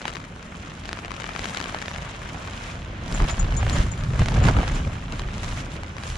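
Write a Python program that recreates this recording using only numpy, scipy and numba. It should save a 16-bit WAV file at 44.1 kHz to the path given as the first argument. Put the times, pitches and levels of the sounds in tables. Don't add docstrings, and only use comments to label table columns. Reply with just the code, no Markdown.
import sys
import numpy as np
from scipy import signal
from scipy.fft import rfft, irfft
from scipy.io import wavfile
from scipy.ndimage import uniform_filter1d
from numba import njit

SR = 44100
rng = np.random.default_rng(int(sys.argv[2]) if len(sys.argv) > 2 else 0)


def log_audio(samples):
    frames = np.atleast_2d(samples).T
    limited = np.clip(frames, -1, 1)
    pcm = np.round(limited * 32767).astype(np.int16)
    wavfile.write(sys.argv[1], SR, pcm)


N = 272097

# start_s, level_db
WIND_PRESSURE = [(0.0, -41), (0.6, -41), (1.4, -38), (1.62, -40), (2.65, -37), (2.85, -35.5), (3.05, -35),
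                 (3.2, -25.5), (3.36, -29), (3.55, -21.5), (3.8, -20), (3.88, -27.5), (4.08, -29.5),
                 (4.3, -23), (4.44, -19), (4.65, -23.5), (4.86, -27), (4.92, -30), (5.41, -30), (5.95, -37),
                 (6.17, -37)]
# peak_s, heave_db, rumble_db, flapping_db, rise_s
BUFFETS = [(1.41, -43, -49, -59, 0.024), (1.75, -53, -50, -40, 0.07), (2.001, -51, -35, -46, 0.075),
           (2.35, -45, -37, -41, 0.21), (2.78, -31.5, -47, -50, 0.042), (3.14, -23.5, -44, -33.5, 0.064),
           (3.234, -13, -18, -26, 0.026), (3.335, -18, -22, -44, 0.009), (3.431, -16.5, -29, -31.5, 0.032),
           (3.55, -22, -28, -32, 0.012), (3.75, -35, -21.5, -29.5, 0.072), (3.8, -23, -30, -33, 0.026),
           (3.849, -30, -18, -35, 0.013), (4.14, -20.5, -22.5, -36, 0.059), (4.217, -12, -10, -25, .016),
           (4.28, -17, -29, -33.5, 0.018), (4.32, -24, -21, -30.5, 0.013), (4.39, -31, -18, -26.5, 0.065),
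           (4.46, -28, -12.5, -23, 0.043), (4.498, -28, -16, -20, 0.02), (4.585, -24, -20.5, -24, 0.05),
           (4.74, -24, -42, -30, 0.04), (4.875, -36, -22.5, -35, 0.018), (5.131, -28, -40, -32.5, 0.016),
           (5.53, -23, -38, -52, 0.02), (6.1, -37, -32, -60, 0.071)]
# frequency_hz, density_db (per Hz)
WALL_SPECTRUM = [(11, -33), (18, -13), (43, -1.5), (102, 0), (245, -13.5), (400, -25), (640, -35),
                 (800, -50), (1320, -120)]
# frequency_hz, density_db (per Hz)
CLOTH_SPECTRUM = [(180, -32), (300, -12), (500, -0.5), (1100, 0.5), (1600, 0), (3300, -3), (4600, -9),
                  (7000, -8.5), (16000, -20.5)]
# start_s, rustle_db, crackle_db
CLOTH_ACTIVITY = [(0.0, -46, -40.5), (0.15, -50, -43.5), (0.25, -47, -44.5), (0.7, -47, -45.5),
                  (1.15, -45, -42.5), (1.3, -42.5, -38.5), (1.9, -43.5, -39), (2.08, -40.5, -41),
                  (2.76, -44.5, -42), (2.94, -43, -51.5), (3.04, -42.5, -44.5), (3.2, -45, -37.5),
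                  (3.55, -43, -40.5), (3.86, -42.5, -44), (4.14, -47.5, -39), (4.4, -35.5, -38),
                  (4.6, -37.5, -36.5), (4.88, -47, -40.5), (5.03, -46, -45), (5.3, -46.5, -42.5),
                  (5.66, -44.5, -43), (5.93, -47, -45.5), (6.17, -42, -41.5)]
# peak_s, rustle_db, treble_db, length_s
SWISHES = [(0.078, -37, -48, 0.03), (0.923, -54, -64, 0.037), (1.466, -51, -51, 0.076),
           (1.697, -49, -49, 0.05), (2.64, -44.5, -50.5, 0.16), (3.157, -46, -46.5, 0.11),
           (3.297, -30, -42, 0.027), (3.614, -39, -58, 0.069), (3.758, -36.5, -42.5, 0.2),
           (4.209, -34, -46, 0.059), (4.474, -30.5, -40, 0.05), (4.686, -47, -52, 0.03),
           (4.766, -35.5, -50, 0.059), (4.933, -59, -53, 0.026), (5.182, -44.5, -55, 0.12),
           (5.487, -42, -46.5, 0.19), (5.589, -39, -46, 0.059), (5.737, -47, -50.5, 0.06),
           (6.097, -48, -45, 0.16)]
# start_s, left_minus_right_db
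CLOTH_POSITION = [(0.0, 5), (0.65, 0.5), (1.18, 3.5), (3.21, 0), (3.88, 0.5), (4.18, 1.5), (6.17, 0)]
# start_s, level_db, left_minus_right_db
CLINKS = [(3.1417, -28.5, 4.5), (3.301, -32, 11), (3.392, -26, 9), (3.5653, -26, 11), (3.7277, -29.5, 3),
          (3.915, -31, 9.5), (3.9843, -42, 3.5), (4.4293, -35, 7), (4.7454, -35.5, 5.5)]
# pitch_hz, level_db, t60_s
ZIP_MODES = [(6970, 2, 0.087), (7040, 12, 0.0094), (7100, 9, 0.011), (7440, -3, 0.031)]
# start_s, body_db, crack_db, left_minus_right_db
SNAPS = [(0.016, -20, -42, 8), (0.053, -9, -56, 5.5), (0.071, -27, -42, 8), (0.079, -13, -29.5, 8),
         (0.085, -29, -40, 5), (0.093, -34, -39, 4), (0.099, -30, -41, 5), (0.116, -33, -44, 8),
         (0.128, -24, -45, 5.5), (0.136, -32, -39, 9), (0.15, -22, -39, 8), (0.155, -21, -35, 9.5),
         (0.167, -19, -48, 17.5), (0.2, -29, -45, 9), (0.24, -25, -57, 11.5), (0.551, -24, -58, 4.5),
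         (0.717, -23.5, -60, 1.5), (0.854, -21, -37.5, 7.5), (0.89, -18, -35, 8), (0.912, -22, -42, 2),
         (0.929, -16.5, -27.5, -0.5), (0.971, -19.5, -51, 2), (0.988, -21, -50, 16), (1.047, -15, -45, 6.5),
         (1.08, -19, -49, 5), (1.106, -20.5, -48, 16), (1.116, -17, -39, 9), (1.139, -23, -44.5, 12),
         (1.199, -20.5, -43, 16.5), (1.22, -20, -41, 7.5), (1.241, -16.5, -46, 15.5), (1.265, -21, -46, 9),
         (1.29, -16, -59, 13), (1.35, -20, -47, 12), (1.361, -13.5, -57, 15), (1.392, -17, -31, 9.5),
         (1.43, -24, -42, 0), (1.442, -14, -34, 5.5), (1.445, -22, -43, 3.5), (1.455, -17, -33, 14),
         (1.487, -25, -40, 6), (1.495, -23, -35, 6.5), (1.546, -19, -32.5, 11), (1.571, -18.5, -25, 5),
         (1.601, -18.5, -34, 13), (1.612, -24, -32.5, 11), (1.625, -30, -33, 5), (1.64, -19, -30.5, 5),
         (1.657, -13.5, -54, 3.5), (1.694, -36, -35, 4), (1.745, -9.5, -45, 4), (1.786, -32, -37, 8),
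         (1.816, -16, -39, 7.5), (1.823, -19.5, -42, 12), (1.857, -23, -41, 13.5), (1.881, -16, -31.5, -1),
         (1.913, -15.5, -44, 3.5), (1.946, -25, -42, 11), (1.96, -15, -43, 7), (2.021, -22, -40, 6),
         (2.048, -31, -41, 2.5), (2.345, -21, -54, -2), (2.79, -29, -49, -0.5), (3.079, -32, -34.5, -1.5),
         (3.124, -43, -31, 0), (3.166, -35, -42, 0), (3.201, -11.5, -39, 3), (3.22, -27, -33, 7),
         (3.241, -17, -34, -1.5), (3.285, -21, -31, -1.5), (3.522, -13.5, -57, 4), (3.628, -11, -44, -2),
         (3.665, -13, -39, 0.5), (3.696, -27, -25, 9.5), (3.731, -21, -45, 7), (3.762, -22, -45, 0),
         (3.784, -22, -28, -2.5), (3.804, -29, -35, 6), (4.036, -32, -33, 2.5), (4.192, -15, -37, 0.5),
         (4.217, -12, -41, -0.5), (4.258, -22, -28.5, -0.5), (4.284, -12.5, -25, -0.5),
         (4.318, -21, -50, 0), (4.346, -26, -36, -6.5), (4.366, -16, -37, -2), (4.401, -23, -35, 2),
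         (4.438, -13, -30, 7.5), (4.451, -10, -48, -4), (4.485, -5.5, -32, -11.5), (4.496, -15, -45, 0),
         (4.502, -15, -48, -3.5), (4.566, -9.5, -52, 5.5), (4.586, -10.5, -50, 3.5), (4.63, -11, -54, -2.5),
         (4.678, -19, -29, -1.5), (4.711, -22, -52, -2.5), (4.697, -16, -54, -6.5), (5.122, -30, -31, 5.5),
         (5.194, -33, -29.5, 1), (5.218, -41, -36, -2), (5.286, -20, -53, 1.5), (5.38, -27, -34, 2),
         (5.432, -24, -30, 2), (5.444, -34, -33, -3), (5.764, -32, -40, -3.5), (5.833, -23, -39, 4.5),
         (5.966, -20.5, -43, 3.5), (5.982, -21, -45, 11), (6.035, -32, -34, 1.5), (6.1, -37, -35.5, 0),
         (6.155, -43, -37, 0)]
# frequency_hz, gain_db
PORT_DIFFERENCE = [(1000, -0.7), (2200, -2.5), (4000, -6.5), (8000, 1.8), (12000, -1.5)]
# frequency_hz, left_minus_right_db
PORT_LEAN = [(60, -0.2), (600, -1), (2200, -0.8), (4500, -1.7), (10000, -0.4)]
# frequency_hz, gain_db
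MIC_RESPONSE = [(6000, 1), (7300, 0.5), (8000, -4.5), (10000, -2.5), (11300, -14), (15500, -15)]

CALM_DB = -42
HEAVE_DB, HEAVE_PER_DB = -49.5, 1.2072
FLAP_DB, FLAP_PER_DB = -41, 0.37
BUFFET_FALL, SWISH_FALL = 0.73, 0.88
TREBLE_DB, TREBLE_PER_DB = -60, 1.76
TREBLE_FLOOR_DB = -67
SWISH_CRACKLE_DB = 7
PORTS_HZ, LEAK_DB = 540, -26
TOP_HZ = 15700
LEVEL_STEP = 64


def undb(db):
    return 10 ** (np.asarray(db) / 20)


def add_db(*levels):
    return 10 * np.log10(sum(undb(db) ** 2 for db in levels))


def unit(x):
    return x / np.sqrt(np.mean(x ** 2))


def curves(table):
    s, *columns = np.transpose(table)
    return [np.interp(np.arange(N) / SR, s, column) for column in columns]


def read(spectrum, hz):
    at_hz, db = np.transpose(spectrum)
    return np.interp(np.log(hz), np.log(at_hz), db)


def swell_db(s, attack_s, release_s):
    t = np.arange(0, N, LEVEL_STEP) / SR - np.asarray(s)[:, None]
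    progress = np.where(t < 0, t / attack_s, t / release_s)
    return np.maximum(-6 * progress ** 2, -120)


def fine(db):
    return np.interp(np.arange(N), np.arange(len(db)) * LEVEL_STEP, db)


def walk(rate):
    hold = int(SR / rate)
    steps = np.repeat(rng.standard_normal(N // hold + 1), hold)
    return 0.78 * uniform_filter1d(uniform_filter1d(steps, hold), hold)[:N]


def butter(x, order, hz, kind):
    return signal.sosfilt(signal.butter(order, hz, kind, fs=SR, output="sos"), x)


def band(lo_hz, hi_hz, db):
    return undb(db) * butter(rng.standard_normal((2, N)), 2, [lo_hz, hi_hz], "bandpass")


def colour(x, spectrum, size=2048):
    hz = np.linspace(1, SR / 2, size // 2 + 1)
    cepstrum = irfft(np.log(undb(read(spectrum, hz))))
    cepstrum[1:size // 2] *= 2
    cepstrum[size // 2 + 1:] = 0
    response = irfft(np.exp(rfft(cepstrum)))
    return signal.fftconvolve(x, response[None], axes=1)[:, :N]


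@njit
def grains(s, hz, t60, left, right, lag):
    out = np.zeros((2, N + 8192))
    for k in range(len(s)):
        pole = np.exp((2j * np.pi * hz[k] - np.log(1000) / t60[k]) / SR)
        i, z = int(s[k] * SR) + 32, 1 + 0j
        for j in range(min(int(t60[k] * SR), 8000)):
            out[0, i + j] -= left[k] * z.imag
            out[1, i + j + lag[k]] -= right[k] * z.imag
            z *= pole
    return out[:, 32:N + 32]


def strike(s, db, hz, t60, pan_db, samples_per_db=2.5):
    lag = np.clip(samples_per_db * pan_db, -30, 30).astype(np.int64)
    return grains(s, hz, t60, undb(db + pan_db / 2), undb(db - pan_db / 2), lag)


def crackle(rate, spread_db, centre_hz, cycles, most_db=22):
    chance = rng.random((int(rate * N / SR), 4)).T
    s = chance[0] * N / SR
    wander_db = 0.95 * walk(40)[(s * SR).astype(int)]
    db = -spread_db * np.log(1 - chance[1]) + wander_db
    hz = np.minimum(centre_hz * 2 ** (3.9 * (chance[2] - .5)), .4 * SR)
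    db = np.minimum(db, most_db) + 14 * np.log10(hz / centre_hz)
    return unit(strike(s, db, hz, cycles / hz, 18 * (chance[3] - .5)))


def tent_tail(x, t60=0.03, wet_db=-3.0, count=8):
    t = np.arange(int(.05 * SR)) / SR
    decay = np.exp(-np.log(1000) * t / t60) * (t > .0008)
    tails = rng.standard_normal((count, 2, len(t))) * decay
    tails /= np.sqrt(np.sum(tails ** 2, axis=2, keepdims=True))
    choice = np.repeat(rng.integers(0, count, N // 400 + 1), 400)[:N]
    wash = sum(signal.oaconvolve(x * (choice == k), tails[k], axes=1)[:, :N] for k in range(count))
    return x + undb(wet_db) * wash


def wall_levels():
    wind_db, = curves(WIND_PRESSURE)
    above_calm_db = wind_db - CALM_DB
    steady = HEAVE_DB + HEAVE_PER_DB * above_calm_db, wind_db, FLAP_DB + FLAP_PER_DB * above_calm_db
    s, *peaks, rise = np.transpose(BUFFETS)[:, :, None]
    shape = swell_db(s[:, 0], rise, BUFFET_FALL * rise)
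    return [add_db(db, fine(add_db(*(shape + peak)))) for db, peak in zip(steady, peaks)]


def walls():
    edges = 18 * 2 ** np.arange(0, 5.1, 1 / 3)
    parts = []
    for lo_hz, hi_hz in zip(edges, edges[1:]):
        level_db = read(WALL_SPECTRUM, np.sqrt(lo_hz * hi_hz)) + 2.66 * walk(9)
        parts.append(band(lo_hz, hi_hz, level_db))
    groups = parts[:4], parts[4:9], parts[9:]
    return sum(unit(sum(group)) * undb(db) for group, db in zip(groups, wall_levels()))


def thrash():
    flap_db = wall_levels()[2]
    blows = tent_tail(crackle(350, 3.1, 616, 2.65, most_db=8.5))
    blows = butter(blows, 2, [260, 1400], "bandpass")
    return unit(blows) * undb(-37 + 1.12 * (flap_db + 30.0))


def cloth_levels():
    rustle_db, crackle_db = curves(CLOTH_ACTIVITY)
    treble_db = TREBLE_DB + TREBLE_PER_DB * (crackle_db + 42.5)
    s, low_db, high_db, length = np.transpose(SWISHES)[:, :, None]
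    shape = swell_db(s[:, 0], length / 2, SWISH_FALL * length / 2)
    low_db, high_db = fine(add_db(*(low_db + shape))), fine(add_db(*(high_db + shape)))
    rustle_db = add_db(rustle_db, low_db)
    treble_db = add_db(treble_db, high_db, TREBLE_FLOOR_DB)
    return rustle_db, treble_db, add_db(crackle_db, high_db + SWISH_CRACKLE_DB)


def cloth():
    rustle_db, treble_db, crackle_db = cloth_levels()
    pan_db, = curves(CLOTH_POSITION)
    edges = 300 * 2 ** np.arange(0, 5.8, .5)
    flutter = walk(14)
    bands = sum(band(lo, hi, 2.0 * flutter + 2.0 * walk(20)) for lo, hi in zip(edges, edges[1:]))
    hiss = colour(bands, CLOTH_SPECTRUM)
    treble = signal.sosfiltfilt(signal.butter(2, 4300, "highpass", fs=SR, output="sos"), hiss)
    ticks = colour(tent_tail(crackle(900, 5.3, 4370, 3.35, most_db=16.5)), CLOTH_SPECTRUM)
    x = unit(hiss - treble) * undb(rustle_db) + unit(treble) * undb(treble_db)
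    x = x + unit(ticks) * undb(crackle_db)
    return x * undb(np.array([pan_db, -pan_db]) / 2)


def zip_pull(count=6, spread_s=0.011):
    out = 0
    s, db, pan_db = np.repeat(CLINKS, count, axis=0).T
    for hz, mode_db, t60 in ZIP_MODES:
        chance = rng.random((len(s), 2)).T
        tone_s = s + spread_s * chance[0]
        tone_db = db + mode_db - 11 - 8 * chance[1]
        out = out + strike(tone_s, tone_db, hz + 0 * s, t60 + 0 * s, pan_db)
    return out


def snaps(count=8, onset_s=0.00118, cycles=2.26):
    s, body_db, crack_db, pan_db = np.repeat(SNAPS, count, axis=0).T
    chance = rng.random((len(s), 3)).T
    after = np.arange(len(s)) % count > 0
    flap_db = wall_levels()[2][(s * SR).astype(int)]
    gust = np.clip((flap_db + 39.5) / 12, 0, 1)
    late = chance[0] * after
    s, spread_s = s + onset_s, (.003 + .005 * gust) * late
    body_hz = np.where(after, 480 * 7.3 ** chance[1], 1900) * (1 - 0.21 * gust)
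    crack_hz = np.where(after, 2300 * 4.6 ** chance[2], 3500)
    fade_db = -(11 - 7 * gust) * after - 9 * late - 2.1 * gust
    tilt_db = 3.5 * (1 - gust) * np.log10(body_hz / 1900)
    body = strike(s + spread_s, body_db + 5.0 + fade_db + tilt_db, body_hz, cycles / body_hz, pan_db)
    crack_s = s + (0.4 + 0.5 * gust) * spread_s
    crack = strike(crack_s, crack_db + 21.5 + fade_db - 3 * after, crack_hz, 2.26 / crack_hz, pan_db)
    body = butter(body, 1, 6500, "lowpass")
    thin = butter(body + crack, 2, 280, "highpass")
    return tent_tail(thin, t60=0.0059, wet_db=-5.0)


def scene():
    return walls() + thrash() + cloth() + snaps() + zip_pull()


def record(dry):
    mid, side = (dry[0] + dry[1]) / 2, (dry[0] - dry[1]) / 2
    apart = signal.sosfiltfilt(signal.butter(2, PORTS_HZ, "highpass", fs=SR, output="sos"), side)
    hz = np.linspace(1, SR / 2, N // 2 + 1)
    side = irfft(rfft(apart) * undb(read(PORT_DIFFERENCE, hz)), N) + undb(LEAK_DB) * side
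    lean_db = read(PORT_LEAN, hz) * np.array([[.5], [-.5]])
    ports = irfft(rfft(np.array([mid + side, mid - side])) * undb(lean_db), N)
    heard = colour(ports, MIC_RESPONSE)
    return signal.sosfilt(signal.ellip(12, .2, 70, TOP_HZ, fs=SR, output="sos"), heard)


dry = scene()
out = record(dry)
log_audio(out)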